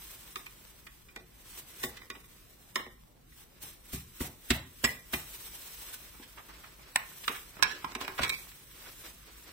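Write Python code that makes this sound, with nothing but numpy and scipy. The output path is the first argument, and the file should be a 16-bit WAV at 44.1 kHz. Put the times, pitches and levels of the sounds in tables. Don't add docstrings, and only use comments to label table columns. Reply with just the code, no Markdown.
import sys
import numpy as np
from scipy import signal
from scipy.fft import rfft, irfft, next_fast_len
from scipy.io import wavfile
from scipy.ndimage import uniform_filter1d, minimum_filter1d

SR = 44100
rng = np.random.default_rng(int(sys.argv[2]) if len(sys.argv) > 2 else 0)


def wav_out(sig):
    wavfile.write(sys.argv[1], SR, np.round(np.clip(np.atleast_2d(sig).T, -1, 1) * 32767).astype(np.int16))


def invert_db(level):
    return 10 ** (np.asarray(level, dtype=float) / 20)


N = 419832

# f/Hz, level/dB
KITCHEN_SPECTRUM = [(12, -35), (20, -5), (53, -2.5), (77, -14.5), (128, -11.5), (230, -18), (265, -19),
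                    (289, -20), (416, -23.5), (492, -24), (729, -26), (839, -28.5), (5670, -64),
                    (14700, -37), (16500, -46)]
KITCHEN_DB = -62
# f/Hz, level/dB
GLOVE_SPECTRUM = [(180, -14), (300, -11), (349, -4.5), (617, -13), (1060, -7), (1230, -9), (3030, -6.5),
                  (4540, -7), (7020, -4.5), (8020, -6), (10300, -3), (15200, -0.5), (16500, -8.5)]
# f/Hz, level/dB
SCRAPE_SPECTRUM = [(180, -20), (300, 0), (767, -9), (1050, -5), (1240, -5.5), (2230, -6), (2800, -8.5),
                   (3830, -10.5), (4680, -8), (7810, -15.5), (9000, -36), (11700, -62), (19800, -120)]
# t/s, glove rustle/dB, blade and sleeve/dB
BUSY = [(0, -53.5, -60.5), (.4, -61.5, -56.5), (.75, -64, -63.5), (1.3, -71.5, -68), (2.2, -65, -67.5),
        (2.7, -67, -63.5), (3.0, -72.5, -71), (3.3, -79, -66), (3.6, -69, -61.5), (5.05, -62.5, -76),
        (5.35, -52.5, -90), (5.9, -53, -50), (6.2, -62, -58), (6.9, -65, -55), (7.4, -58, -72),
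        (7.56, -62.5, -73), (8.6, -64.5, -62), (9.52, -62.5, -53.5)]
# t/s, peak/dB, swell/s, fade/s
CRUMPLES = [(.37, -58.5, 0.046, .05), (1.578, -51, 0.12, 0.048), (1.7, -59.5, 0.073, .1),
            (1.848, -46.5, 0.065, 0.06), (3.39, -59, 0.084, 0.068), (3.9, -57.5, 0.072, 0.084),
            (4.18, -58.5, 0.082, 0.043), (4.48, -58.5, 0.098, 0.028), (4.82, -60.5, 0.11, .03),
            (6.97, -50, 0.022, 0.046), (7.13, -57, 0.097, 0.079), (7.29, -51.5, 0.14, 0.11),
            (7.85, -58, 0.014, 0.016), (8.01, -55, 0.014, 0.037), (8.08, -56, 0.0089, 0.02),
            (8.18, -56.5, 0.062, 0.1), (8.32, -53.5, 0.073, 0.28), (8.84, -57.5, 0.11, 0.17),
            (9.05, -56.5, 0.15, 0.096)]
# t/s, peak/dB, fade/s
SLAPS = [
    (2.768, -51, 0.038),
    (3.627, -50, 0.1),
    (3.931, -47.5, 0.079),
    (4.211, -43.5, 0.065),
    (4.504, -45, 0.067),
    (4.843, -42.5, 0.077),
    (5.134, -44, 0.089),
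]
SLAP_SWELL_S = 0.013
# t/s, peak/dB, swell/s
DRAGS = [(1.17, -54, 0.017), (2.01, -52.5, 0.48), (2.36, -58, 0.016), (3.95, -52, 0.02), (4.26, -49, 0.077),
         (4.52, -45, 0.025), (7.6, -48.5, 0.079), (7.66, -46, 0.028), (7.72, -41.5, 0.046),
         (7.78, -42, 0.1), (7.92, -46.5, 0.055), (8.015, -37, 0.011), (8.1, -49, 0.054),
         (8.24, -37.5, 0.052), (8.32, -50, 0.035), (8.88, -51.5, 0.17), (9.062, -45, 0.032)]
DRAG_FADE_S = 0.048
HOLD = 1.52

# f/Hz, level/dB, t60/s
BOARD_MODES = [(225, -6, 0.27), (262, 1, 0.058), (272, 1.5, 0.14), (373.6, -5, 0.43), (437, -5.5, 0.054),
               (456.5, -7, 0.29), (620, -1, 0.063), (819, -8.5, 0.23)]
# f/Hz, level/dB, t60/s
WORKTOP_MODES = [(53.4, -16, 0.9), (55, 1, 0.14), (66.3, 7.5, 0.29), (82.5, -3.5, 0.62),
                 (105.2, -6.5, 0.52), (123, 2, 0.42), (147.3, 8.5, 0.35), (182.8, 6.5, 0.34)]
# t/s, board peak/dB, worktop above it/dB
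THUMPS = [(0.356, -51, -17), (1.163, -46, -24), (1.837, -36.5, -13), (2.105, -46, -25), (2.16, -54, -21),
          (2.758, -40.5, -15), (2.799, -48, -17), (2.863, -46.5, -26), (3.631, -52.5, -1), (3.93, -36, 2),
          (4.204, -28, -3.5), (4.502, -22, -6), (4.836, -27, -9.5), (5.131, -32.5, -6.5),
          (6.196, -43.5, -19), (6.959, -47, -12), (7.293, -41, -29), (7.619, -39, -10), (7.84, -40.5, -18),
          (7.954, -37.5, -34), (8.009, -38.5, -14), (8.085, -42.5, -14), (8.2, -35, 0), (8.295, -46.5, -7)]
FAR_EDGE_S = .008

# f/Hz, level/dB, t60/s
FLAT_LID = [(372, -2.5, 0.12), (690, -20, 0.027), (1113, 0.5, 0.11), (1488, -4, 0.098), (1848, 2, 0.064),
            (1885, -7, 0.18), (1994, -2.5, 0.11), (2410, 2.5, 0.11), (2940, -31, 0.069), (3250, -25, 0.056),
            (3673, -0.5, 0.15), (4700, -25, 0.06), (5070, -6, 0.2), (6640, 1, 0.017), (7900, -14, 0.018),
            (8700, -33, 0.039)]
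# f/Hz, level/dB, t60/s
BENT_LID = [(470, -14, 0.12), (1040, -1, 0.09), (1074, -8, 0.29), (1315, 6.5, 0.027), (1506, -2, 0.094),
            (1690, 1, 0.096), (1910, -7, 0.22), (2282, -0.5, 0.23), (2420, -1.5, 0.13), (2430, -17, 0.23),
            (2800, 4, 0.013), (3850, -3, 0.14), (5170, 10, 0.01), (5600, -4.5, 0.096), (8240, -17, 0.066)]
# f/Hz, level/dB
CRUNCH_SPECTRUM = [(300, -14), (700, -4), (1100, 5.5), (2000, 6.5), (3300, 4.5), (4600, -0.5), (6000, -8),
                   (8000, -10), (15000, -19)]
# t/s, peak/dB, favoured ring f/Hz, ring/dB, brightness/dB per octave
BLOWS = [
    (0.359, -27.5, 1270, -1.5, 2),
    (1.162, -35.5, 2100, 4, 4),
    (2.102, -29.5, 1280, 1, 1.5),
    (2.242, -51, 2080, 7.5, -8),
    (2.758, -17.5, 1760, -6.5, 0.5),
    (2.799, -35.5, 1100, -9, -11),
    (2.864, -54, 1960, 12, -14),
    (4.206, -32.5, 1950, -5, -9.5),
]
# t/s, peak/dB, favoured ring f/Hz, ring/dB, brightness/dB per octave
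TEARS = [(0.462, -37.5, 2400, 2, 1.5), (0.868, -39, 2110, 1, -1.5), (1.086, -45.5, 2420, -2, 0),
         (1.817, -44, 2001, 2, -3), (1.834, -28.5, 1730, 6.5, 12), (1.97, -39, 1950, -0.5, 4.5),
         (2.014, -49.5, 1940, 10.5, -7), (2.152, -40, 1220, -3, -4), (3.32, -53, 1950, 2, 4),
         (3.931, -49, 2340, 5, -6), (4.505, -12, 2000, -19, 2), (4.842, -16, 2000, -9, 3.5),
         (5.135, -21, 2060, -3, -3)]
# t/s, peak/dB, favoured ring f/Hz, ring/dB, brightness/dB per octave
PRIES = [(6.197, -55, 923, -5, -6), (6.9593, -17, 1117, -7.5, -2.5), (7.28, -16.5, 1210, -11, -3),
         (7.569, -37.5, 1210, -20.5, -10), (7.626, -16, 1690, 2, 2), (7.845, -25.5, 1060, -1, -8),
         (7.952, -24, 1100, -3, 0.5), (8.013, -32, 2700, -6, 5), (8.048, -37, 2640, 7, -10),
         (8.08, -22.5, 1040, -5, -4), (8.193, -20.5, 1420, -7, -11), (8.234, -20.5, 1080, 0, 3),
         (8.249, -19.5, 2270, -9, 0), (8.281, -31, 2230, -12, 8), (8.295, -17.5, 2270, -4.5, 6),
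         (8.518, -43, 2480, -11, 1)]
# t/s, peak/dB, favoured ring f/Hz, ring/dB, brightness/dB per octave
RASPS = [(5.928, -37.5, 1470, -2, 13.5), (6.138, -50, 1290, 1, -12), (6.22, -40, 1670, -8, 6),
         (6.372, -38, 1190, -13, -6), (6.486, -43.5, 1090, -3, -8.5), (6.634, -40, 1420, -3, -3.5),
         (6.785, -48, 2400, -3, -11.5), (7.107, -48.5, 1494, 3, -5), (7.232, -33, 1680, -8, 6),
         (7.343, -32.5, 1600, 0, 0.5), (7.59, -36.5, 1210, -8, -8.5), (7.645, -28.5, 5400, 3, -4),
         (7.82, -41, 1040, -13, -5), (8.002, -30, 1080, -3, 0), (8.177, -27.5, 1420, -2, -2),
         (8.213, -23, 2260, -2.5, 3), (8.254, -30.5, 2370, 4, -3), (8.702, -48, 3020, -1, 7),
         (8.851, -47.5, 1560, 9, -6), (9.039, -46, 2270, -17, 11)]
BLOW_MS, TEAR_MS, PRY_MS, RASP_MS = 4.94, 11, 6, 28
POP_S, POP_PAN_DB = 7.625, -14

# t/s, peak/dB, contact/ms, left
# minus right/dB
SNAPS = [
    (0.359, -32.5, 4, -7),
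    (1.829, -36, 13, -4),
    (2.101, -40, 7.1, -4),
    (2.756, -22.5, 10, -4),
    (4.504, -22.5, 5.8, -6),
    (4.840, -15.5, 13.6, -1),
    (5.134, -31, 9.7, -5),
    (6.9584, -12, 1.8, -1.5),
    (7.278, -23, 4.4, -9),
    (7.6245, -14.5, 3.7, -13.5),
         (.866, -45, 3.2, -4), (1.162, -40.5, 5.3, 1), (7.6314, -11, 1.9, -5), (7.843, -36.5, 5, -4),
          (7.951, -31, 4.2, -2), (8.079, -40, 4.7, -1), (8.190, -30, 9.8, -3), (8.232, -24.5, 11, -6),
          (8.294, -24, 7.4, -3), (7.690, -34.5, 34, -11), (7.66, -36, 60, -6), (8.092, -40, 15, -2),
          (8.303, -32.5, 55, -5), (4.858, -30, 45, -1)]
# f/Hz, width/Hz, level/dB
SNAP_SHAPES = [
    [(1240, 86, 7.5), (2584, 130, 4), (3650, 89, -15), (5620, 110, -21), (7700, 290, -28)],
    [(1830, 35, 3), (2450, 55, -6), (3820, 52, -18), (5300, 54, 0), (6500, 30, -14), (8100, 91, -14)],
    [(1220, 37, -12), (1980, 29, 7), (3600, 83, -8), (5070, 130, -12), (8950, 20, -19)],
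    [(1060, 38, -0.5), (1856, 33, 0.5), (3570, 37, -14), (3840, 28, -19), (5370, 72, -9), (6470, 200, -18)],
    [(2020, 35, -2), (2980, 32, -7), (3777, 83, -1), (7780, 150, -8), (9510, 38, -7), (11100, 47, -19)],
    [(1040, 33, -9), (1950, 39, -6), (2390, 38, -12), (2780, 39, -7.5), (5200, 120, -14),
     (6740, 120, -20.5), (7720, 200, -21), (9100, 47, -27)],
    [(1960, 31, 1), (2400, 27, 0), (3000, 39, -8), (5270, 56, -12), (6400, 38, -17)],
    [(1040, 50, -2), (1794, 95, -1), (2163, 145, 2.5), (3730, 120, -9), (5470, 150, -8), (7940, 240, -7),
     (9060, 200, -12), (10800, 290, -11), (12000, 250, -16)],
    [(1090, 170, -0.5), (1420, 140, -2), (2930, 130, 0), (3800, 120, -1), (5870, 400, -16),
     (8100, 440, -22)],
    [(1080, 90, -3), (1670, 110, -4), (2220, 76, -10), (3490, 160, -30), (4090, 350, -13),
     (5400, 160, -7.5), (7140, 190, -23), (8160, 100, -24), (9130, 370, -20.5)],
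]
# f/Hz, width/Hz, level/dB
MORE_SNAP_SHAPES = [
    [(1977, 36, 0), (2380, 32, 0), (3300, 59, -13), (4430, 61, -13)],
    [(1143, 89, -5), (1970, 37, -2), (2420, 24, 1), (3630, 52, -5)],
    [(1666, 19, 6), (3460, 31, -20), (5260, 280, -15.5), (6300, 22, -20)],
    [(1020, 31, 0), (2400, 34, -12), (4260, 34, -17), (5840, 29, -18), (13000, 34, -23)],
    [(1100, 190, 2), (2240, 140, -8), (5900, 300, -6), (8110, 440, -21), (13000, 150, -21)],
    [(1036, 23, -2), (2270, 30, -11), (3870, 33, -14), (4170, 39, -13)],
    [(1420, 140, 2), (2600, 95, -11), (3890, 110, -14), (4530, 83, -22), (5080, 140, -20)],
    [(2260, 69, -2), (3240, 190, -10), (3960, 60, -5), (4410, 25, -13), (5000, 78, -14), (7710, 29, -5)],
    [(2230, 31, 1), (3540, 36, -5), (3960, 200, -10), (6240, 29, -14), (7550, 47, -9), (8800, 27, -19)],
    [(1727, 59, 1), (2930, 96, -17), (4180, 63, -8), (5640, 130, -13), (6410, 40, -23)],
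    [(3300, 400, 1), (4700, 500, -2), (6500, 600, -8)],
    [(1050, 60, -2), (1700, 200, -6)],
    [(2290, 60, 0), (4700, 400, -20)],
    [(1950, 60, 0), (2380, 60, -12)],
]
SHARPEST = 90

KNIFE_PAN_DB = -1
SCATTER_HZ, SCATTER_DB = 450.1, -19
# f/Hz, left minus right/dB
PORT_TILT = [(60, 0.5), (400, 0.5), (1300, -3), (4400, -0.5), (8100, -3), (15000, 3.5)]
# f/Hz, level/dB
CASING = [(20, -6.5), (45, 2), (4000, 3.5), (4650, 1), (5500, 2), (6300, 1.5), (7000, -0.5), (7900, 5),
          (9500, 2), (10500, -1.5), (11500, 0.5)]
TOP_HZ = 15850


def unit(x):
    return x / np.sqrt(np.mean(x ** 2))


def colour(x, table, share=1):
    hz, db = np.transpose(table)
    length = x.shape[-1]
    size = next_fast_len(length)
    f = np.maximum(np.arange(size // 2 + 1) * SR / size, 1)
    gain = invert_db(share * np.interp(np.log(f), np.log(hz), db))
    return irfft(rfft(x, size) * gain, size)[..., :length]


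def band(x, lo_hz, hi_hz):
    edges = [lo_hz, min(hi_hz, .45 * SR)]
    return signal.sosfilt(signal.butter(2, edges, "band", fs=SR, output="sos"), x)


def walk(rate):
    k = int(SR / rate)
    steps = np.repeat(rng.standard_normal(N // k + 1), k)
    return uniform_filter1d(uniform_filter1d(steps, k), k)[:N]


def pair(x, alike_hz):
    side = signal.sosfilt(signal.butter(1, alike_hz, "high", fs=SR, output="sos"), x[1])
    return np.array([x[0] + side, x[0] - side])


def add(out, sound, s):
    at = int(s * SR)
    out[:, at:at + sound.shape[1]] += sound


def pan(db):
    return invert_db(np.array([[db], [-db]]) / 2)


def ring(modes, t, lift_db, luck, spread):
    hz, db, t60 = np.transpose(modes)[:, :, None]
    pitch_luck, level_luck, port_luck, phase_luck = luck
    hz = hz * (1 + 0.0069 * pitch_luck)
    start = invert_db(db + lift_db + 1.44 * level_luck) * np.exp(1j * np.pi * phase_luck)
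    turn = np.exp((2j * np.pi * hz - np.log(1000) / t60) / SR)
    swing = start * np.cumprod(turn.repeat(len(t), axis=1), axis=1)
    part = 0.37 * hz / 1000 + spread * np.sqrt(hz / 1000) * port_luck
    return np.imag([np.sum(swing * np.exp(-side * part * 1j / 2), axis=0) for side in (1, -1)])


def excite(body, force):
    out = signal.fftconvolve(body, force[None], axes=1)[:, :len(force)]
    return out / abs(out).max()


def kitchen():
    air = unit(colour(pair(rng.standard_normal((2, N)), 300.0), KITCHEN_SPECTRUM))
    hum = np.zeros(N)
    for hz, db in [(51., -12.5), (120., -24.0)]:
        level = invert_db(db + 6.8 * walk(4.8))
        hum += level * np.sin(2 * np.pi * hz * np.arange(N) / SR + 1.3 * walk(24))
    return invert_db(KITCHEN_DB + 0.7) * (air + hum)


def gestures(rest_db, rows):
    t = np.arange(0, N, 64) / SR
    power = invert_db(2 * np.interp(t, np.transpose(BUSY)[0], rest_db))
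    for s, db, swell_s, fade_s in rows:
        away = np.where(t < s, (s - t) / swell_s, (abs(t - s) / fade_s) ** HOLD)
        power = power + invert_db(2 * db - 20 * away)
    return np.interp(np.arange(N) / SR, t, np.sqrt(power))


def hands():
    _, glove_db, scrape_db = np.transpose(BUSY)
    grains = rng.standard_normal((2, N)) * invert_db(1.5 * rng.exponential(size=N) + 1.75 * walk(70))
    glove = unit(colour(pair(grains, 1500.0), GLOVE_SPECTRUM))
    rub = rng.standard_normal((2, N)) * invert_db(2.46 * rng.exponential(size=N) + 3.1 * walk(45))
    scrape = unit(colour(pair(rub, 1550.0), SCRAPE_SPECTRUM))
    slaps = [(s, db, SLAP_SWELL_S, fade_s) for s, db, fade_s in SLAPS]
    drags = [(*row, DRAG_FADE_S) for row in DRAGS]
    rustling = invert_db(7.0) * gestures(glove_db, CRUMPLES + slaps) * glove
    return rustling + invert_db(-6.0) * gestures(scrape_db, drags) * scrape


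def board():
    out, t = np.zeros((2, N + SR)), np.arange(int(.4 * SR)) / SR
    for s, db, worktop_db in THUMPS:
        luck, rocking = rng.standard_normal((4, len(BOARD_MODES), 1)), rng.standard_normal(len(t))
        lift_db = -.45 * max(db + 41.5, 0) * np.log2(np.array(BOARD_MODES)[:, :1] / 250.)
        press = 0.03 * max(db + 39.5, 0)
        damped = [(hz, mode_db, 0.33 * t60 / (1 + press * (hz / 360.0) ** 2))
                  for hz, mode_db, t60 in BOARD_MODES]
        wood = ring(damped, t, lift_db, luck, .05)
        landing = np.exp(-((t - .005) / 0.000097) ** 2)
        far_edge = np.exp(-((t - .005 - FAR_EDGE_S) / .0007) ** 2) / 7
        landing = landing + 1.7 * np.clip((db + 39.5) / 5.8, 0, 1) * far_edge
        settling = rocking * (1 - np.exp(-t / 0.0024)) * np.exp(-t / 0.06)
        thump = excite(wood, landing + 0.14 * settling)
        worktop = ring(WORKTOP_MODES, t, 0, luck[:, :len(WORKTOP_MODES)], 0.092)
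        shake = excite(worktop, t * np.exp(-t / 0.0013))
        chatter = band(rocking * (1 - np.exp(-t / 0.0019)) * np.exp(-t / 0.051), 440.0, 930.0)
        add(out, invert_db(db - 2.5) * chatter[None], s)
        add(out, invert_db(db + 0.5) * thump, s - .0015)
        add(out, invert_db(db + worktop_db) * shake, s + FAR_EDGE_S / 2)
    return out[:, :N]


def contact(lid, ring_hz, ring_db, tilt_db, ms):
    t, lid = np.arange(int(.28 * SR)) / SR, np.array(lid)
    luck, grit = rng.standard_normal((4, len(lid), 1)), rng.standard_normal((4, len(t)))
    age = t / (np.clip(ms, 1, 40) / 1000)
    force = (1 - np.exp(-age / (0.009 * ms))) * (np.exp(-age ** 2) + 0.17 * np.exp(-t / 0.038))
    tears = force * grit[0] * invert_db(6.2 * grit[1])
    lift_db = 12.9 * np.exp(-(np.log(lid[:, :1] / ring_hz) / 0.085) ** 2)
    damped = ring(lid * [1, 1, .7], t, lift_db, luck, 1.0)
    bite = np.exp(-((age - .4) / 0.0011) ** 2)
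    tin = excite(damped, bite / bite.sum() + 0.14 * tears / np.linalg.norm(tears))
    tin = tin * invert_db(51.0 * uniform_filter1d(grit[1], size=250))
    tilted = [(hz, db + tilt_db * np.log2(hz / 2000)) for hz, db in CRUNCH_SPECTRUM]
    crunch = colour(tears + 2.53 * force * grit[2:], tilted)
    crunch = crunch / abs(band(crunch, 800., 6000.)).max()
    tick = band(np.exp(-t / 0.00075) * (grit[0] + grit[2:]), 2500.0, 17000.0)
    tick_db = -9.5 + 1.0 * tilt_db - .5 * ms
    return invert_db(ring_db - 4.0) * tin + invert_db(-4.0) * crunch + invert_db(tick_db) * tick


def knife():
    out = np.zeros((2, N + SR))
    kinds = [(FLAT_LID, BLOWS, BLOW_MS), (FLAT_LID, TEARS, TEAR_MS),
             (BENT_LID, PRIES, PRY_MS), (BENT_LID, RASPS, RASP_MS)]
    for lid, rows, ms in kinds:
        for s, db, *touch in rows:
            pan_db = POP_PAN_DB if abs(s - POP_S) < .03 else 0
            add(out, invert_db(db) * pan(pan_db) * contact(lid, *touch, ms), s - .0012)
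    return out[:, :N]


def snaps():
    out, t = np.zeros((2, N + SR)), np.arange(int(.2 * SR)) / SR
    for (s, db, ms, pan_db), shape in zip(SNAPS, SNAP_SHAPES + MORE_SNAP_SHAPES):
        luck, grit = rng.standard_normal((4, len(shape), 1)), rng.standard_normal((2, len(t)))
        luck[:2] = 0
        modes = []
        for hz, width, mode_db in shape:
            t60 = np.log(1000) / np.pi / max(width, 40 + hz / SHARPEST)
            modes.append((hz, mode_db + 20 * np.log10(width), t60))
        age = t / (ms / 1000)
        force = age ** 0.43 * np.exp(-age ** 2) * grit[0] * invert_db(5.5 * grit[1])
        fizz = band(np.exp(-(t / .011) ** 2) * grit, 9500., 17600.0)
        fizz = invert_db(-19.0 - .3 * ms) * fizz / abs(fizz).max()
        tin = excite(ring(modes, t, 0, luck, 0.68), force)
        tin = band(tin, 0.79 * shape[0][0], 17600.0) * invert_db(33.0 * uniform_filter1d(grit[1], size=200))
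        add(out, invert_db(db) * pan(pan_db) * (tin + fizz), s)
    return out[:, :N]


def walls(t60_s=0.35):
    t = np.arange(int(.5 * SR)) / SR
    echoes = band(rng.standard_normal((2, len(t))), 140.0, 5700.0)
    tail = echoes * np.exp(-np.log(1000) * t / t60_s) * np.clip(t / 0.0035, 0, 1)
    return tail / np.sqrt(np.sum(tail ** 2, axis=1, keepdims=True))


def scene():
    blade, tail = knife(), walls()
    rest = board() + hands() + kitchen()
    left, right = (blade + snaps()) * pan(KNIFE_PAN_DB)
    near = np.array([np.roll(left, 2), right])
    blurred = near.mean(axis=0) * (invert_db(-11.5) + invert_db(SCATTER_DB) * walk(SCATTER_HZ))
    return near + signal.fftconvolve(blurred[None], tail, axes=1)[:, :N] + rest


def thin_out(x, keep=.82, from_hz=3200.):
    hz, _, cells = signal.stft(np.array([x[0] + x[1], x[0] - x[1]]) / 2, SR, nperseg=1024)
    power = uniform_filter1d(abs(cells) ** 2, size=5, axis=2)
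    power = uniform_filter1d(power, size=3, axis=1) + 1e-18
    share = power / uniform_filter1d(power, size=41, axis=1)
    loud = np.sum(abs(cells[:, hz > from_hz / 2]) ** 2, axis=(0, 1))
    calm = loud < 5 * minimum_filter1d(loud, size=5)
    edge = calm * keep / (1 + (from_hz / (hz[:, None] + 1)) ** 3)
    thinned = cells * np.clip((share - edge) / .25, .03, 1)
    mid, side = signal.istft(thinned, SR, nperseg=1024)[1][:, :N]
    return np.array([mid + side, mid - side])


def roll_off(x):
    return signal.sosfilt(signal.butter(12, 17010, fs=SR, output="sos"), x)


def record(dry):
    ports = np.array([colour(dry[0], PORT_TILT, .5), colour(dry[1], PORT_TILT, -.5)])
    thinned = thin_out(colour(ports, CASING))
    low_pass = signal.ellip(8, .2, 60, TOP_HZ, fs=SR, output="sos")
    return roll_off(signal.sosfilt(low_pass, thinned))


dry = scene()
out = record(dry)
wav_out(out)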